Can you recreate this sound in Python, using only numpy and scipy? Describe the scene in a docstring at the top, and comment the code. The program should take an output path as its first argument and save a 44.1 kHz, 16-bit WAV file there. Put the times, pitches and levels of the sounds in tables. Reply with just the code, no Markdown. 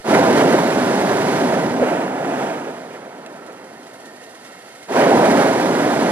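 """A hot-air balloon's gas burner lights overhead with a thump and surges: turbulent combustion roars
under the rush and hiss of the gas jet, and the basket returns a short echo. From 1.4 s it is throttled
down; a flare goes off with a whump, and the flame leans aside and dies away. From about 3 s the pilot
flame sputters and excites the resonances of its tube, while hot metal ticks. At 4.9 s the burner fires
again. Two closely spaced microphone ports receive the sound."""
import sys
import numpy as np
from scipy import signal
from scipy.fft import rfft, irfft
from scipy.io import wavfile

SR = 44100
rng = np.random.default_rng(int(sys.argv[2]) if len(sys.argv) > 2 else 0)


def to_wav(s):
    """Save 16-bit WAV."""
    ch = np.atleast_2d(s).T  # columns
    pcm = np.round(np.clip(ch, -1, 1) * 32767)  # PCM
    wavfile.write(sys.argv[1], SR, pcm.astype(np.int16))


N = 269451
T, HZ = np.arange(N) / SR, np.fft.rfftfreq(N, 1 / SR)

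# Valve openings: ignition t/s, delay until the jet catches/s, growth time/s, surge length/s,
# sag time/s, initial change of the deep rumble/dB
BLASTS = [(0.038, 0.038, 0.07, 0.45, 0.19, -5.5), (4.88, 0.056, 0.1, 0.42, 0.38, -10.5)]
# Uneven throttling of the first blast: t/s, flame level/dB, jet level/dB
THROTTLE = [(1.4, -0.5, 0.5), (1.64, -1.5, -3.5), (1.76, -3, -6), (1.87, -1, -5), (1.97, -1.5, -6),
            (2.12, -5, -10.5), (2.27, -4.5, -8.5), (2.43, -3.5, -6), (2.56, -8, -10.5), (2.8, -16, -15.5)]
# Bands in which roar, rush and hiss are normalised: lower f/Hz, upper f/Hz
BANDS = [(100, 1000), (1100, 2400), (4000, 12000)]
# Spectra of the upright and the leaning flame: f/Hz, relative spectral level/dB
UPRIGHT_SPECTRUM = [(18, -77), (30, -65), (69, -29), (104, -16.5), (140, -10), (177, -3.5), (240, 0),
                    (333, -1), (398, -0.5), (451, -2), (677, -1.5), (769, -4.5), (900, -7.5), (990, -7.5),
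                    (1100, -15.5), (1490, -15), (2170, -21.5), (2590, -29), (8320, -44), (11300, -44),
                    (12800, -53), (16600, -80), (22000, -120)]
LEANING_SPECTRUM = [(18, -77), (30, -57), (69, -28), (121, -14.5), (177, -2.5), (217, -4), (246, 2.5),
                    (440, -5), (612, -3), (712, -1.5), (990, -10), (1100, -17.5), (1280, -13), (1730, -17),
                    (4090, -36.5), (11300, -44), (12800, -49), (16600, -81), (22000, -120)]
# Short hollow puffs of the flame, and one low knock at 3.33 s: t/s, nominal rise/dB, half-length/s
PUFFS = [(0.545, 3.5, 0.0071), (1.116, 3, 0.011), (1.536, 2, 0.0051), (1.58, 2, 0.005), (1.836, 2.5, 0.012),
         (2.06, 1.5, 0.012), (2.682, 3.5, 0.013), (2.962, 2.5, 0.011), (3.328, 3, 0.0025),
         (3.49, 5.5, 0.024), (5.13, 0.7, 0.046)]
# Spurts in the gas flow: t/s, change of rush and hiss/dB, half-length/s
SPURTS = [(0.11, 2, 0.012), (0.149, 3, 0.0075), (0.178, 2.5, 0.0056), (0.194, 4.5, 0.005),
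          (0.262, 1, 0.005), (0.335, 2, 0.0053), (0.378, 3.5, 0.012), (0.406, 2.2, 0.012),
          (0.488, -1, 0.0062), (0.531, 3, 0.007), (0.59, 2, 0.007), (2.96, 1.5, 0.015), (4.47, 2.5, 0.023),
          (5.0, 1, .03), (5.257, 3, .01), (5.315, 3.5, 0.0073), (5.378, 2.5, .007), (5.415, 3.5, .018)]
# Gusts of fresh gas: t/s, level/dB, half-length/s
WHOOSHES = [(0.148, -29, 0.015), (1.91, -39, 0.062), (2.938, -46.5, 0.02), (5.02, -29, 0.033)]
# Spectrum of the pilot flame: f/Hz, relative spectral level/dB
PILOT_SPECTRUM = [(30, -40), (70, -26), (120, -10.5), (270, -3.5), (700, -1), (1000, -7), (1150, -9.5),
                  (1400, -10), (2050, -10), (2350, -15.5), (3000, -16), (3800, -16), (7500, -22),
                  (11300, -22), (12800, -33)]
# Resonances of the pilot's tube: f/Hz, bandwidth/Hz, relative gain/dB
TUBE_MODES = [(1330, 90, 9), (1483, 40, 5.5), (1823, 62, 9), (1940, 40, 6), (2136, 35, 9), (2500, 25, 5),
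              (2730, 56, 7), (2900, 56, -4), (3146, 52, 6.5), (4430, 50, 5), (4660, 37, 5), (7590, 36, 1)]
# Spits of the pilot: t/s, relative peak level/dB
SPITS = [(2.929, -42), (3.18, -49), (3.325, -45.5), (3.36, -46.5), (3.465, -42), (3.522, -45),
         (3.644, -44.5), (3.735, -48), (3.8314, -42.5), (3.8681, -41.5), (3.9374, -40), (4.003, -41.5),
         (4.057, -38), (4.161, -42), (4.215, -44.5), (4.237, -40), (4.295, -44), (4.35, -41), (4.447, -39),
         (4.52, -44), (4.586, -46), (4.69, -43), (4.752, -42), (4.829, -38)]
# Brief tones of the tube: t/s, f/Hz, level/dB, half-length/s
TUBE_TONES = [(2.963, 1330, -45, 0.04), (3.46, 1330, -48.5, 0.08), (4.096, 1823, -50.5, 0.043),
              (4.25, 1820, -54, 0.032), (4.47, 1340, -53, 0.04), (4.55, 2140, -56, 0.06),
              (4.78, 2127, -56, 0.07)]
# Slips of hot metal: t/s, relative level/dB
METAL_SLIPS = [(3.2624, -23.5), (3.2647, -26), (3.271, -34)]
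# Modes of the burner frame: f/Hz, relative level/dB, time to decay by 60 dB/s
FRAME_MODES = [(1740, -2, 0.022), (2480, -6, .03), (2650, -5.5, 0.027), (2860, -7, .025), (3250, -7, .022),
               (3900, -11, .025), (4500, -11, .02), (6200, -15, .012)]
# Phase of the left port relative to the right: f/Hz, phase/rad (negative is a lag)
PORT_PHASE = [(30, -.2), (300, -.3), (600, -.68), (850, -.9), (1130, -1.4), (1400, -1.2), (2100, -1.35),
              (2600, -1.95), (3200, -1.8), (4200, -2.05), (7400, -2.75), (10000, -3.15), (11600, -3.7),
              (12500, -3.2)]
# Level of the left port relative to the right: f/Hz, level/dB
PORT_BALANCE = [(30, -1), (350, -0.5), (550, -2), (980, -2), (1180, -6), (1650, -6), (2300, -4), (2850, -7),
                (4200, -5.5), (6500, -3.5), (10700, 1), (12500, 0)]
# Coherence between the ports for direct and for diffuse sound: f/Hz, coherence (0-1)
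DIRECT_COHERENCE = [(30, 0.62), (100, 1), (300, 0.97), (900, 0.98), (1200, 0.96), (2100, 0.96),
                    (3200, 0.62), (12000, 0.63)]
DIFFUSE_COHERENCE = [(30, .3), (100, 0.97), (250, 1), (750, 0.91), (1150, 0.68), (2100, 1), (3200, 0.81),
                     (12000, 0.5)]


def burner(echo_s=0.00755, echo_gain=0.094, deep_hz=330, roar_top_hz=1060, hiss_from_hz=3000):
    """Turbulent flow noise: large eddies roar, smaller ones rush and the nozzle hisses."""
    basket = 1 + echo_gain * np.exp(-2j * np.pi * HZ * echo_s)  # one reflection: a comb filter
    upright = at_ports(UPRIGHT_SPECTRUM) * basket
    leaning = at_ports(LEANING_SPECTRUM, DIFFUSE_COHERENCE) * basket
    lean, deep_db = flame_shape()
    gains = sum(valve(*timing) for *timing, _ in BLASTS)
    filters = lowpass(roar_top_hz), lowpass(hiss_from_hz) - lowpass(roar_top_hz), 1 - lowpass(hiss_from_hz)
    layers = []
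    for gain, response, band in zip(gains, filters, BANDS):
        direct = np.sqrt(1 - lean) * waveform(upright * response, *band)
        diffuse = np.sqrt(lean) * waveform(leaning * response, *band)
        layers.append(gain * (direct + diffuse))
    roar, rush, hiss = layers
    # the largest eddies need a full-grown flame
    roar += (amplitude(deep_db) - 1) * irfft(rfft(roar) * lowpass(deep_hz), N)
    # the same turbulence modulates all three layers; weights in dB
    flutter, crackle = eddies(8, 34), eddies(36, 150)
    spurt_db, puff_db = swells(SPURTS), swells(PUFFS)
    roar *= amplitude(-0.15 * flutter + 0.3 * crackle)
    rush *= amplitude(0.97 * flutter + 0.5 * crackle + spurt_db + 2.5 * lean + 0.25 * puff_db)
    hiss *= amplitude(0.5 * flutter + 0.32 * crackle + spurt_db)
    return roar + rush + hiss + gains[0] * puffs(puff_db)


def valve(start, delay_s, grow_s, surge_s, sag_s, steady_db=(-18.5, -30, -40.5), surge_db=(5.5, 2.5, 1.5)):
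    """Gas flow sets the gains of roar, rush and hiss; gas stored in the coil adds an opening surge."""
    caught = start + delay_s
    # a small flame lights, the whole jet catches with a thump, then the flame fills out
    flame = 0.36 * ramp(start, 0.027) + 0.31 * ramp(caught, 0.006) + 0.33 * ramp(caught, grow_s / 2)
    growth = np.array([flame, ramp(start, grow_s) ** 0.86, ramp(start, 0.84 * grow_s) ** 0.8])
    surge = 1 - ramp(start + surge_s, sag_s)
    level_db = np.array(steady_db)[:, None] + np.outer(surge_db, surge)
    if start < THROTTLE[0][0]:
        level_db += throttling()
    return growth * amplitude(level_db)


def throttling(jet_share=0.76, decay_db_per_s=(9, 6, 22)):
    """Roar, rush and hiss fall with the flow (in dB), then decay as the gas in the coil burns off."""
    times, flame_levels, jet_levels = np.transpose(THROTTLE)
    flame_db, jet_db = np.interp(T, times, flame_levels), np.interp(T, times, jet_levels)
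    rush_db = flame_db + jet_share * (jet_db - flame_db)
    since_shut = np.maximum(T - times[-1], 0)
    return np.array([flame_db, rush_db, jet_db]) - np.outer(decay_db_per_s, since_shut)


def flame_shape(grown_db=3.5, throttled_db=-4.5, build_s=0.47, lean_from_s=1.803, lean_to_s=2.63):
    """Flame geometry sets the spectrum: gives the share that leans and the deep rumble's gain in dB."""
    young_db = np.zeros(N)
    for start, *_, lack_db in BLASTS:
        young_db = np.where(T >= start, lack_db * np.exp(-abs(T - start) / build_s), young_db)
    # a flare throws the throttled flame aside, where it sounds thinner and more diffuse
    throttled = ramp(lean_from_s, 0.024) * (T < BLASTS[-1][0])
    lean = 0.07 + 0.85 * throttled * (1 - ramp(lean_to_s, 0.21))
    since_shut = np.maximum(T - THROTTLE[-1][0], 0)
    shrunk_db = throttled_db + 1.5 * since_shut  # the bass cut eases as the roar fades
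    return lean, grown_db + young_db + shrunk_db * throttled


def puffs(rise_db, centre_hz=480, half_width_hz=205):
    """Incoherent sounds add in power: low noise bursts give hollow puffs and one knock over the roar."""
    hollow = waveform(at_ports(UPRIGHT_SPECTRUM) * bandpass(centre_hz, half_width_hz), *BANDS[0])
    return hollow * np.sqrt(abs(amplitude(rise_db) ** 2 - 1))


def whump(at_s=1.832, peak_db=-7, half_s=0.0075, hz=490, fall_hz_per_s=9000, left_db=-3, left_lead_s=15e-5):
    """Sudden expansion: a gas pocket ignites at once and radiates a few cycles of falling pitch."""
    t = T - at_s + np.c_[[left_lead_s, 0]]
    cycles = hz * t - fall_hz_per_s * t ** 2 / 2 + rng.random()
    envelope = amplitude(peak_db + np.c_[[left_db, 0]]) * np.exp(-0.5 * (t / half_s) ** 2)
    return envelope * np.sin(2 * np.pi * cycles)


def whooshes(centre_hz=2550, half_width_hz=650):
    """Jet noise: fresh gas tears past the nozzle in a breathy band above the roar."""
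    breath = waveform(at_ports(UPRIGHT_SPECTRUM) * bandpass(centre_hz, half_width_hz))
    return breath * swells([(s, amplitude(db), half_s) for s, db, half_s in WHOOSHES])


def pilot(rumble_db=-45.5, hiss_db=-50, ring_db=1.5, recovery_db_per_s=3.5, full_s=4.7):
    """Forced resonance: above a small flame's rumble, the sputtering jet drives the modes of its tube."""
    low = lowpass(1110)
    rumble = waveform(at_ports(PILOT_SPECTRUM) * low, *BANDS[0])
    rumble *= amplitude(rumble_db + 0.8 * eddies(5, 40))
    jet = at_ports(PILOT_SPECTRUM) * (1 - low)
    tube = sum(amplitude(db) * resonance(hz, width) for hz, width, db in TUBE_MODES)
    ring = irfft(-1j * jet * tube, N)  # in quadrature with the jet, so their powers add
    ring *= amplitude(ring_db - 0.5 * ramp(full_s, 0.1))  # at full force the jet rings the tube less
    hiss = (irfft(jet, N) + ring) / irfft(jet.mean(0), N).std()
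    # the first blast starves the jet, which recovers slowly
    starved_db = recovery_db_per_s * np.maximum(full_s - T, 0) * ramp(*BLASTS[0][:2])
    sputter_db = 0.5 * eddies(5.2, 39)
    return rumble + hiss * amplitude(hiss_db - starved_db + swells(SPURTS) + sputter_db)


def pilot_spits(gain_db=-12, rise_s=0.0025, decay_s=0.02):
    """Noise transients: each spit is a burst of brighter hiss with exponential rise and decay."""
    envelope = np.zeros(N)
    for s, db in SPITS:
        before, after = np.maximum(s - T, 0), np.maximum(T - s, 0)
        envelope += amplitude(db + gain_db) * np.exp(-before / rise_s - after / decay_s)
    return envelope * waveform(at_ports(PILOT_SPECTRUM) * (1 - lowpass(1300, order=4)), *BANDS[2])


def tube_tones(width_hz=70):
    """Lock-in: the pilot's jet briefly favours one mode of its tube, which swells and fades."""
    jet = at_ports(PILOT_SPECTRUM)
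    return sum(waveform(jet * resonance(hz, width_hz)) * swells([(s, amplitude(db), half_s)])
               for s, hz, db, half_s in TUBE_TONES)


def metal_ticks(ring_db=-9, snap_db=-8, snap_s=0.0013, left_db=-3, left_lag_s=0.000097):
    """Stick-slip: hot metal jerks, and each snap excites the damped modes of the burner frame."""
    t = T[:SR // 5]
    ring = sum(amplitude(db - 60 * t / t60) * np.cos(2 * np.pi * hz * t) for hz, db, t60 in FRAME_MODES)
    ticks = np.zeros(N)
    for s, db in METAL_SLIPS:
        snap = rng.standard_normal(len(t)) * np.exp(-t / snap_s)
        ticks[round(s * SR):][:len(t)] += amplitude(db + ring_db) * ring + amplitude(db + snap_db) * snap
    right = signal.sosfilt(signal.butter(2, [600, 9000], "bandpass", fs=SR, output="sos"), ticks)
    left = amplitude(left_db) * np.interp(T - left_lag_s, T, right)
    return np.array([left, right])


def at_ports(spectrum, coherence=DIRECT_COHERENCE):
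    """Partial coherence: noise spectra at two ports, the left one shaded and slightly delayed."""
    shared = np.clip(curve(coherence), 0, 1)
    transfer = amplitude(curve(PORT_BALANCE)) * np.exp(1j * curve(PORT_PHASE))
    right = white_spectrum()
    left = transfer * (shared * right + np.sqrt(1 - shared ** 2) * white_spectrum())
    sum_gain = np.sqrt(1 + abs(transfer) ** 2 + 2 * shared * transfer.real)  # of both ports added
    return np.array([left, right]) * amplitude(curve(spectrum)) / sum_gain


def waveform(pair, low_hz=0, high_hz=SR / 2):
    """Inverse Fourier transform of two spectra, scaled so that their mean has rms 1 within the band."""
    in_band = pair.mean(0) * (HZ > low_hz) * (HZ < high_hz)
    return irfft(pair, N) / irfft(in_band, N).std()


def eddies(slow_hz, fast_hz):
    """Turbulent fluctuation: random wavering between two rates, rms 1."""
    wavering = irfft(white_spectrum() * HZ / np.hypot(HZ, slow_hz) / (1 + (HZ / fast_hz) ** 2), N)
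    return wavering / wavering.std()


def white_spectrum():
    """White noise: equal mean power at every frequency."""
    return rfft(rng.standard_normal(N))


def curve(points):
    """Interpolation of a table on a logarithmic frequency axis."""
    hz, values = np.transpose(points)
    return np.interp(np.log(HZ + 1), np.log(hz + 1), values)


def lowpass(edge_hz, order=8):
    """Low-pass response, half amplitude at the edge."""
    return 1 / (1 + (HZ / edge_hz) ** order)


def bandpass(centre_hz, half_width_hz):
    """Flat-topped band-pass response."""
    return 1 / (1 + ((HZ - centre_hz) / half_width_hz) ** 4)


def resonance(centre_hz, width_hz):
    """Lorentzian peak of one mode."""
    return 1 / (1 + (2 * (HZ - centre_hz) / width_hz) ** 2)


def ramp(start_s, length_s):
    """Linear rise from 0 to 1, then held."""
    return np.clip((T - start_s) / length_s, 0, 1)


def swells(rows):
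    """Sum of Gaussian pulses; each half-length is a standard deviation."""
    return sum(height * np.exp(-0.5 * ((T - s) / half_s) ** 2) for s, height, half_s in rows)


def amplitude(db):
    """Amplitude ratio of a level in decibels."""
    return 10 ** (np.asarray(db) / 20)


def scene():
    """Superposition: the pressures from main flame, pilot and metal add at each port."""
    return burner() + whump() + whooshes() + pilot() + pilot_spits() + tube_tones() + metal_ticks()


def record(dry, low_cut_hz=42, ceiling=0.97, high_cut_hz=12750):
    """Band limiting and soft saturation: the deepest bass and top treble are cut, high peaks rounded."""
    trimmed = irfft(rfft(dry) * HZ / np.hypot(HZ, low_cut_hz), N)
    rounded = trimmed / (1 + (trimmed / ceiling) ** 8) ** (1 / 8)
    high_cut = signal.firwin(401, high_cut_hz, window=("kaiser", 9), fs=SR)
    return signal.oaconvolve(rounded, high_cut[None], "same", axes=1)


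dry = scene()
out = record(dry)
to_wav(out)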